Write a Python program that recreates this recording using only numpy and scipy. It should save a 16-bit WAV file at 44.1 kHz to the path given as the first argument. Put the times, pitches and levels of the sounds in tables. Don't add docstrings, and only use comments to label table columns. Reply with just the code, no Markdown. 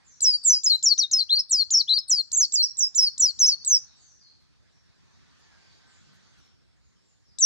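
import sys
import numpy as np
from scipy import signal
from scipy.fft import rfft, irfft, next_fast_len
from scipy.io import wavfile
from scipy.ndimage import uniform_filter1d

SR = 44100
rng = np.random.default_rng(int(sys.argv[2]) if len(sys.argv) > 2 else 0)


def digitize_waveform(pressure):
    field = np.atleast_2d(pressure).T
    bounded = np.clip(field, -1, 1)
    quanta = np.round(bounded * 32767).astype(np.int16)
    wavfile.write(sys.argv[1], SR, quanta)


def makeup_ratio(level_db):
    decades = np.asarray(level_db, float) / 20
    return 10 ** decades


N = 328545
TIME = np.arange(N) / SR
FAST = next_fast_len(N)
BINS = np.fft.rfftfreq(FAST, 1 / SR)
PORT_LAG_S = .00041


def on_log(table, hz):
    f, *columns = np.transpose(table)
    log_hz = np.log(np.maximum(hz, 1))
    return [np.interp(log_hz, np.log(f), column) for column in columns]


def walk(rate):
    hold = int(SR / rate)
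    levels = rng.standard_normal(N // 20)[:N // hold + 1]
    smooth = uniform_filter1d(uniform_filter1d(np.repeat(levels, hold), hold), hold)
    return 1.3 * smooth[:N]


def bird():
    # [onset t/s, opening f/Hz, top of the opening flick f/Hz]
    openings = [(.204, 3300, 9300), (.432, 9000, 8800), (.632, 3200, 7800), (.824, 2900, 7600),
                (.975, 2900, 6100), (1.11, 3300, 7500), (1.284, 2700, 3000), (1.491, 9400, 8900),
                (1.702, 2900, 6900), (1.871, 3000, 3200), (2.076, 9600, 9000), (2.315, 2900, 9000),
                (2.519, 2900, 7500), (2.767, 3600, 8200), (2.945, 3300, 7000), (3.176, 3000, 7200),
                (3.387, 3000, 6800), (3.645, 3000, 9000), (7.383, 3000, 8000)]
    # [start level/dB, change to the end/dB, extra swell in the middle/dB]
    breaths = [(-13.5, -1, -2.5), (-18, -2.5, 4.5), (-15.5, 1, -3), (-20, 4, 4), (-14, -7.5, -.5),
               (-16, -4.5, 1.5), (-18, -4, 2.5), (-17.5, -2.5, 2), (-14.5, 1, -2), (-15, -4, -1.5),
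               (-15.5, -7, 2), (-19, 3.5, 1.5), (-18, -8.5, 6), (-25, -4, 9), (-21.5, 3, 3.5),
               (-19.5, -7, 8.5), (-16.5, -7, 5), (-15, -5, 0), (-16, 0, 0)]
    # [left minus right level/dB, left leads by phase/rad]
    beak = [(-.7, -1.6), (-.5, -1.6), (-.1, -1.65), (2.2, -.05), (2, -.2), (.7, -.5), (-1.3, -1.1),
            (.8, -.4), (1.5, .05), (1, -.1), (.7, -.27), (-1, -1.55), (-4.2, -2.3), (-5, -3), (-2, -1.55),
            (.7, -.9), (-.7, -1.5), (-1.5, -2.15), (3, .9)]
    # [t/s, whistle f/Hz]
    early = [
        [(0.218, 7820), (0.235, 7060), (0.242, 6050), (0.26, 5430), (0.343, 4590), (0.365, 4650)],
        [(0.442, 8310), (0.457, 7320), (0.487, 7080), (0.495, 6180), (0.506, 5900), (0.528, 6090),
         (0.538, 5190), (0.559, 4870), (0.588, 5020)],
        [(0.639, 7600), (0.648, 6760), (0.659, 6550), (0.666, 5300), (0.692, 4970), (0.702, 4440), (0.74, 3940),
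         (0.763, 4130)],
        [(0.833, 7710), (0.836, 7300), (0.85, 6800), (0.861, 5880), (0.879, 5280), (0.885, 5790), (0.893, 4840),
         (0.939, 4090)],
        [(0.983, 6400), (0.99, 6140), (0.995, 5560), (1.0, 5620), (1.006, 4800), (1.035, 3850), (1.059, 3640)],
        [(1.118, 6910), (1.127, 6270), (1.131, 6460), (1.141, 5170), (1.181, 5150), (1.187, 4540),
         (1.201, 4590), (1.209, 4090), (1.232, 4180)],
    ]
    # [t/s, whistle f/Hz]
    middle = [
        [(1.292, 3230), (1.313, 4110), (1.349, 4220), (1.354, 4610), (1.367, 4670), (1.383, 4200),
         (1.392, 5170), (1.403, 5400), (1.415, 4840)],
        [(1.512, 7560), (1.517, 7470), (1.529, 5880), (1.539, 5770), (1.543, 5250), (1.618, 4200),
         (1.633, 4160)],
        [(1.711, 7150), (1.737, 6240), (1.743, 5640), (1.766, 5210), (1.774, 5710), (1.789, 5360),
         (1.793, 4780), (1.804, 4590), (1.818, 3960)],
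        [(1.879, 3250), (1.889, 3510), (1.893, 4010), (1.934, 4010), (1.944, 4690), (1.959, 4780),
         (1.979, 4090), (1.989, 5320), (1.999, 5100)],
        [(2.09, 8230), (2.105, 7280), (2.114, 5940), (2.124, 5810), (2.131, 5230), (2.216, 4110)],
        [(2.329, 7430), (2.339, 6500), (2.35, 6220), (2.357, 6520), (2.361, 7820), (2.44, 5100), (2.455, 4330)],
    ]
    # [t/s, whistle f/Hz]
    late = [
        [(2.53, 7900), (2.551, 6930), (2.562, 5000), (2.604, 4180), (2.622, 4200), (2.628, 5380), (2.648, 5770),
         (2.655, 5060), (2.68, 4900)],
        [(2.776, 7800), (2.792, 7260), (2.811, 5580), (2.815, 6270), (2.819, 6270), (2.828, 5660),
         (2.863, 4890), (2.871, 5250), (2.881, 5170)],
        [(2.953, 7300), (2.954, 7080), (2.974, 6910), (2.976, 6220), (2.99, 5620), (3.025, 5060), (3.033, 5380),
         (3.085, 4260), (3.09, 4390)],
        [(3.187, 8400), (3.207, 7040), (3.212, 7170), (3.22, 6120), (3.226, 5770), (3.247, 5920), (3.254, 5250),
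         (3.311, 4180)],
        [(3.395, 6850), (3.4, 6330), (3.442, 5210), (3.459, 5320), (3.468, 6310), (3.479, 6090), (3.495, 5280),
         (3.526, 4480), (3.548, 4370)],
        [(3.663, 7800), (3.674, 7670), (3.681, 6870), (3.689, 6500), (3.782, 5020)],
        [(7.392, 7920), (7.402, 7770), (7.415, 6440), (7.43, 5860), (7.47, 5500)],
    ]
    # [f/Hz, left minus right level/dB, left leads by phase/rad]
    port_differences = [(3700, 3, -.5), (4250, 6.5, -.5), (4750, 3, -.7), (5250, 1, -.3), (5750, -2, .2),
                        (6150, 2, 1.0), (6500, 4, .6), (6850, 1, -.5), (7250, -5.5, .2), (7700, 3.5, 1.2),
                        (9000, -1, 1.2), (12000, -3, 2.2)]
    # [whistle f/Hz, level/dB]
    undertone = [(3500, -62), (5500, -60), (7400, -42), (8200, -14), (9000, -3)]
    # [multiple of the whistle, level/dB]
    overtones = [(2, -37), (3, -44)]
    flick_s, flick_knee = .006, .24
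    fade_s = .003
    out = np.zeros((2, N))
    side = np.array([[.5], [-.5]])
    waver = 1 + .007 * walk(220)
    flutter_db = 1.5 * walk(130)
    rasp = walk(900)
    broken_db = 3.5 * walk(90)
    trill_hz = 92 * (1 + .1 * walk(30))
    trill = 1 + .032 * np.sin(2 * np.pi * np.cumsum(trill_hz) / SR)
    for n, (opening, breath, tune, heading) in enumerate(zip(openings, breaths, early + middle + late, beak)):
        onset_s, from_hz, top_hz = opening
        turn_db, turn_rad = heading
        knee_hz = from_hz + flick_knee * (top_hz - from_hz)
        flick_points = [(onset_s, from_hz), (onset_s + flick_s / 2, knee_hz), (onset_s + flick_s, top_hz)]
        s, hz = np.transpose(flick_points + list(tune))
        end_s = s[-1]
        at = slice(int(onset_s * SR), min(int((end_s + fade_s) * SR), N))
        t = TIME[at]
        hz = uniform_filter1d(np.interp(t, s, hz), size=60)
        flick = np.clip(np.gradient(hz) / 12, 0, 1) * np.exp(-(t - onset_s) / .02)
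        gain = np.sqrt(2) * makeup_ratio(effort(t, hz, onset_s, end_s, *breath) + flutter_db[at])
        gain *= np.clip((end_s + fade_s - t) / fade_s, 0, 1)
        gain *= np.clip((t - onset_s) / .002, 0, 1)
        hz = hz * waver[at]
        if n in (6, 9):
            hz *= trill[at] ** np.exp(-((hz - 4000) / 350) ** 2)
        phase = 2 * np.pi * np.cumsum(hz) / SR
        under_db = on_log(undertone, hz)[0]
        partials = [(1, 0), (.5, under_db), (1.5, np.maximum(under_db - 15, -60))] + overtones
        for k, part_db in partials:
            pan_db, lead = on_log(port_differences, k * hz)
            weak = k != 1
            wobble = (weak * (.38 + .38 * k) + 1.2 * flick) * rasp[at]
            weak_db = weak * (broken_db[at] - 9 * flick * (k > 1))
            size = gain * makeup_ratio(part_db + weak_db + side * (pan_db + turn_db))
            size = size * (k * hz < .45 * SR)
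            out[:, at] += size * np.sin(k * phase + side * (lead + turn_rad) + wobble)
    return out


def effort(t, hz, onset_s, end_s, db, change_db, middle_db):
    # [whistle f/Hz, level/dB]
    throat = [(2800, -28), (3400, -7.5), (4000, -2), (5900, .5), (6600, -1), (7300, -1), (7900, -10),
              (9500, -24)]
    u = (t - onset_s) / (end_s - onset_s)
    attack = -32 * np.exp(-(t - onset_s) / .0045)
    release = -9 * np.exp((t - end_s) / .005)
    comb = -8 * np.abs(np.cos(np.pi * (hz - 4800) / 1660)) ** 8.5
    jump_khz_per_ms = np.clip(np.abs(np.gradient(hz)) * SR / 1e6, 0, .6)
    settled = np.clip((t - onset_s) / .006 - 1, 0, 1)
    leap = -16 * jump_khz_per_ms * settled
    arch = db + change_db * u + middle_db * np.sin(np.pi * u)
    return arch + attack + release + comb + leap + on_log(throat, hz)[0]


def low_rumble(song):
    loud = np.sqrt(uniform_filter1d(np.mean(song ** 2, axis=0), size=1200).clip(0))
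    low = signal.butter(1, (35, 125), "band", fs=SR, output="sos")
    rumble = signal.sosfilt(low, rng.standard_normal(N) + .5 * rng.standard_normal((2, N)))
    return makeup_ratio(-32 + 3 * walk(6)) * loud * rumble, loud


def echoes(x, start_s, t60_s, db, rise_s=.004):
    t = np.arange(SR // 2) / SR
    tail = rng.standard_normal((2, SR // 2)) * makeup_ratio(-60 * t / t60_s)
    tail *= np.clip((t - start_s) / rise_s, 0, 1)
    tail *= makeup_ratio(db) / np.sqrt(np.sum(tail ** 2, axis=1, keepdims=True))
    return signal.fftconvolve(np.atleast_2d(x), tail, axes=1)[:, :N]


def patchy(x, depth_db):
    z = signal.stft(x, nperseg=512)[2]
    patch = uniform_filter1d(rng.standard_normal(z.shape[1:]), size=5, axis=0)
    patch = uniform_filter1d(patch, size=9, axis=1)
    return signal.istft(z * makeup_ratio(depth_db * patch / patch.std()), nperseg=512)[1][:, :N]


def wings():
    # [t/s, level/dB]
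    flicks = [
        (4.42, -72),
        (5.4, -72),
        (6.15, -66),
        (6.39, -69),
        (6.46, -72),
    ]
    shape = sum(makeup_ratio(db) * np.exp(-((TIME - s) / .02) ** 2) for s, db in flicks)
    band = signal.butter(1, (500, 5000), "band", fs=SR, output="sos")
    return shape * signal.sosfilt(band, rng.standard_normal(N) + .6 * rng.standard_normal((2, N)))


def far_birds():
    # [t/s, length/s, start f/Hz, end f/Hz, level/dB]
    calls = [(.03, .11, 7700, 5600, -53.5), (3.92, .1, 4600, 4500, -62), (3.95, .19, 7800, 5550, -57),
             (4.18, .1, 5300, 4100, -54), (3.76, .2, 5200, 3700, -63), (4.7, .1, 5900, 5400, -68.5),
             (5.05, .1, 6600, 6000, -72), (5.35, .1, 7000, 6300, -71), (5.6, .12, 4900, 4500, -64),
             (5.85, .1, 8000, 6900, -64.5), (6.2, .1, 6700, 6200, -70), (6.35, .14, 5900, 5300, -66),
             (6.8, .08, 7200, 6500, -72.5), (6.92, .09, 5500, 5300, -71.5), (7.02, .1, 7700, 6800, -69.5),
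             (7.22, .11, 5700, 4700, -64.5)]
    out = np.zeros(N)
    slur = 1 + .022 * walk(260)
    for s, length, from_hz, to_hz, db in calls:
        at = slice(int(s * SR), int((s + length) * SR))
        u = np.clip((TIME[at] - s) / length, 0, 1)
        hz = (to_hz + (from_hz - to_hz) * (1 - u) ** 1.8) * slur[at]
        swell = np.sqrt(np.sin(np.pi * u).clip(0))
        out[at] += makeup_ratio(db) * swell * np.sin(2 * np.pi * np.cumsum(hz) / SR)
    return echoes(out, .002, .7, 2.5, rise_s=.012)


def vehicle():
    passes_s, pass_width_s = 5.55, .1
    leaving = (TIME - passes_s) / np.hypot(TIME - passes_s, pass_width_s)
    whine_hz = 1670 * (1 - .075 * leaving)
    firing_hz = 100 * (1 - .04 * leaving)
    whine_db = -71 - 22 * (TIME - 5.65) ** 2
    drone_db = -60 - 20 * np.abs(TIME - 6.1)
    whine_phase = 2 * np.pi * np.cumsum(whine_hz * (1 + .015 * walk(40))) / SR
    whine = makeup_ratio(whine_db + 4 * walk(14)) * np.sin(whine_phase)
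    turn = 2 * np.pi * np.cumsum(firing_hz * (1 + .03 * walk(12))) / SR
    # (multiple of the firing rate, dB)
    drone = sum(makeup_ratio(db + 4 * walk(9)) * np.sin(k * turn) for k, db in [(1, -1), (1.5, -4.5), (2, -3)])
    return opposed(whine + makeup_ratio(drone_db - 6) * drone)


def opposed(x):
    return np.array([np.interp(TIME - PORT_LAG_S, TIME, x), -x])


def street():
    # [t/s, level/dB]
    traffic = [(0, -73), (.6, -78), (2.4, -80), (3.0, -75), (3.7, -72), (4.0, -72.5), (4.15, -78),
               (4.6, -77), (5.55, -68), (6.4, -69.5), (6.6, -78), (7.45, -79.5)]
    # [f/Hz, level/dB per Hz]
    roar_colour = [(30, -30), (65, -10), (150, -9), (260, -14), (500, -22), (1000, -22), (1700, -20),
                   (2900, -25), (4700, -20.5), (7000, -30), (9000, -43), (14000, -64)]
    # [f/Hz, level/dB per Hz]
    air_colour = [(18, -52.5), (30, -29.5), (60, 1), (172, -6.5), (1420, -42), (2560, -37.5), (4630, -48.5),
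                  (5400, -29), (5830, -40), (7540, -37), (14000, -56.5)]
    # [t/s, half length/s, f/Hz, level/dB]
    body_knock = (6.1, .09, 147, -68)
    roar_db = np.interp(TIME, *np.transpose(traffic)) + 1.5
    roar = wide_noise(roar_colour, (700, 2300)) * makeup_ratio(roar_db)
    air = wide_noise(air_colour, (30, 14000)) * makeup_ratio(-67.5 + 3.5)
    s, half_s, hz, db = body_knock
    knock = makeup_ratio(db) * np.exp(-((TIME - s) / half_s) ** 2) * np.sin(2 * np.pi * hz * TIME)
    return patchy(roar + air, 2.2) + knock


def wide_noise(colour, ref_hz):
    # [f/Hz, share common to both]
    likeness = [(60, .97), (280, .95), (600, .75), (1300, .6), (3000, .4), (8000, .2)]
    share = np.clip(on_log(likeness, BINS)[0], 0, 1)
    common, *apart = rfft(rng.standard_normal((3, FAST)))
    left_delay = np.exp(-2j * np.pi * BINS * PORT_LAG_S)
    right_flip = -np.exp(-.5 * 1j) * np.ones_like(BINS)
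    common = common * np.array([left_delay, right_flip])
    gain = makeup_ratio(on_log(colour, BINS)[0])
    in_band = (BINS > ref_hz[0]) & (BINS < ref_hz[1])
    gain /= np.sqrt(np.sum(gain[in_band] ** 2) / len(BINS))
    mixed = np.sqrt(share) * common + np.sqrt(1 - share) * np.array(apart)
    return irfft(gain * mixed, FAST)[:, :N]


def scene():
    song = bird()
    near_walls = echoes(song, .002, .1, -12.5)
    far_walls = patchy(echoes(song, .02, .42, -26), 5)
    rumble, loud = low_rumble(song)
    hold_s = .15
    held = signal.lfilter([1 / (hold_s * SR)], [1, 1 / (hold_s * SR) - 1], loud)
    balance = makeup_ratio(np.array([[-.4], [.6]]))
    outside = (vehicle() + street()) * balance / (1 + 2.5 * held)
    return song + near_walls + far_walls + rumble + far_birds() + wings() + outside


def band_limit(x):
    return signal.sosfilt(signal.butter(12, 14130, fs=SR, output="sos"), x)


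def record(dry):
    wet = dry + .02 * dry ** 2
    wet = signal.sosfilt(signal.butter(2, 35, "high", fs=SR, output="sos"), wet)
    wet = signal.sosfilt(signal.ellip(8, .2, 50, 13200, fs=SR, output="sos"), wet)
    return band_limit(wet)


dry = scene()
out = record(dry)
digitize_waveform(out)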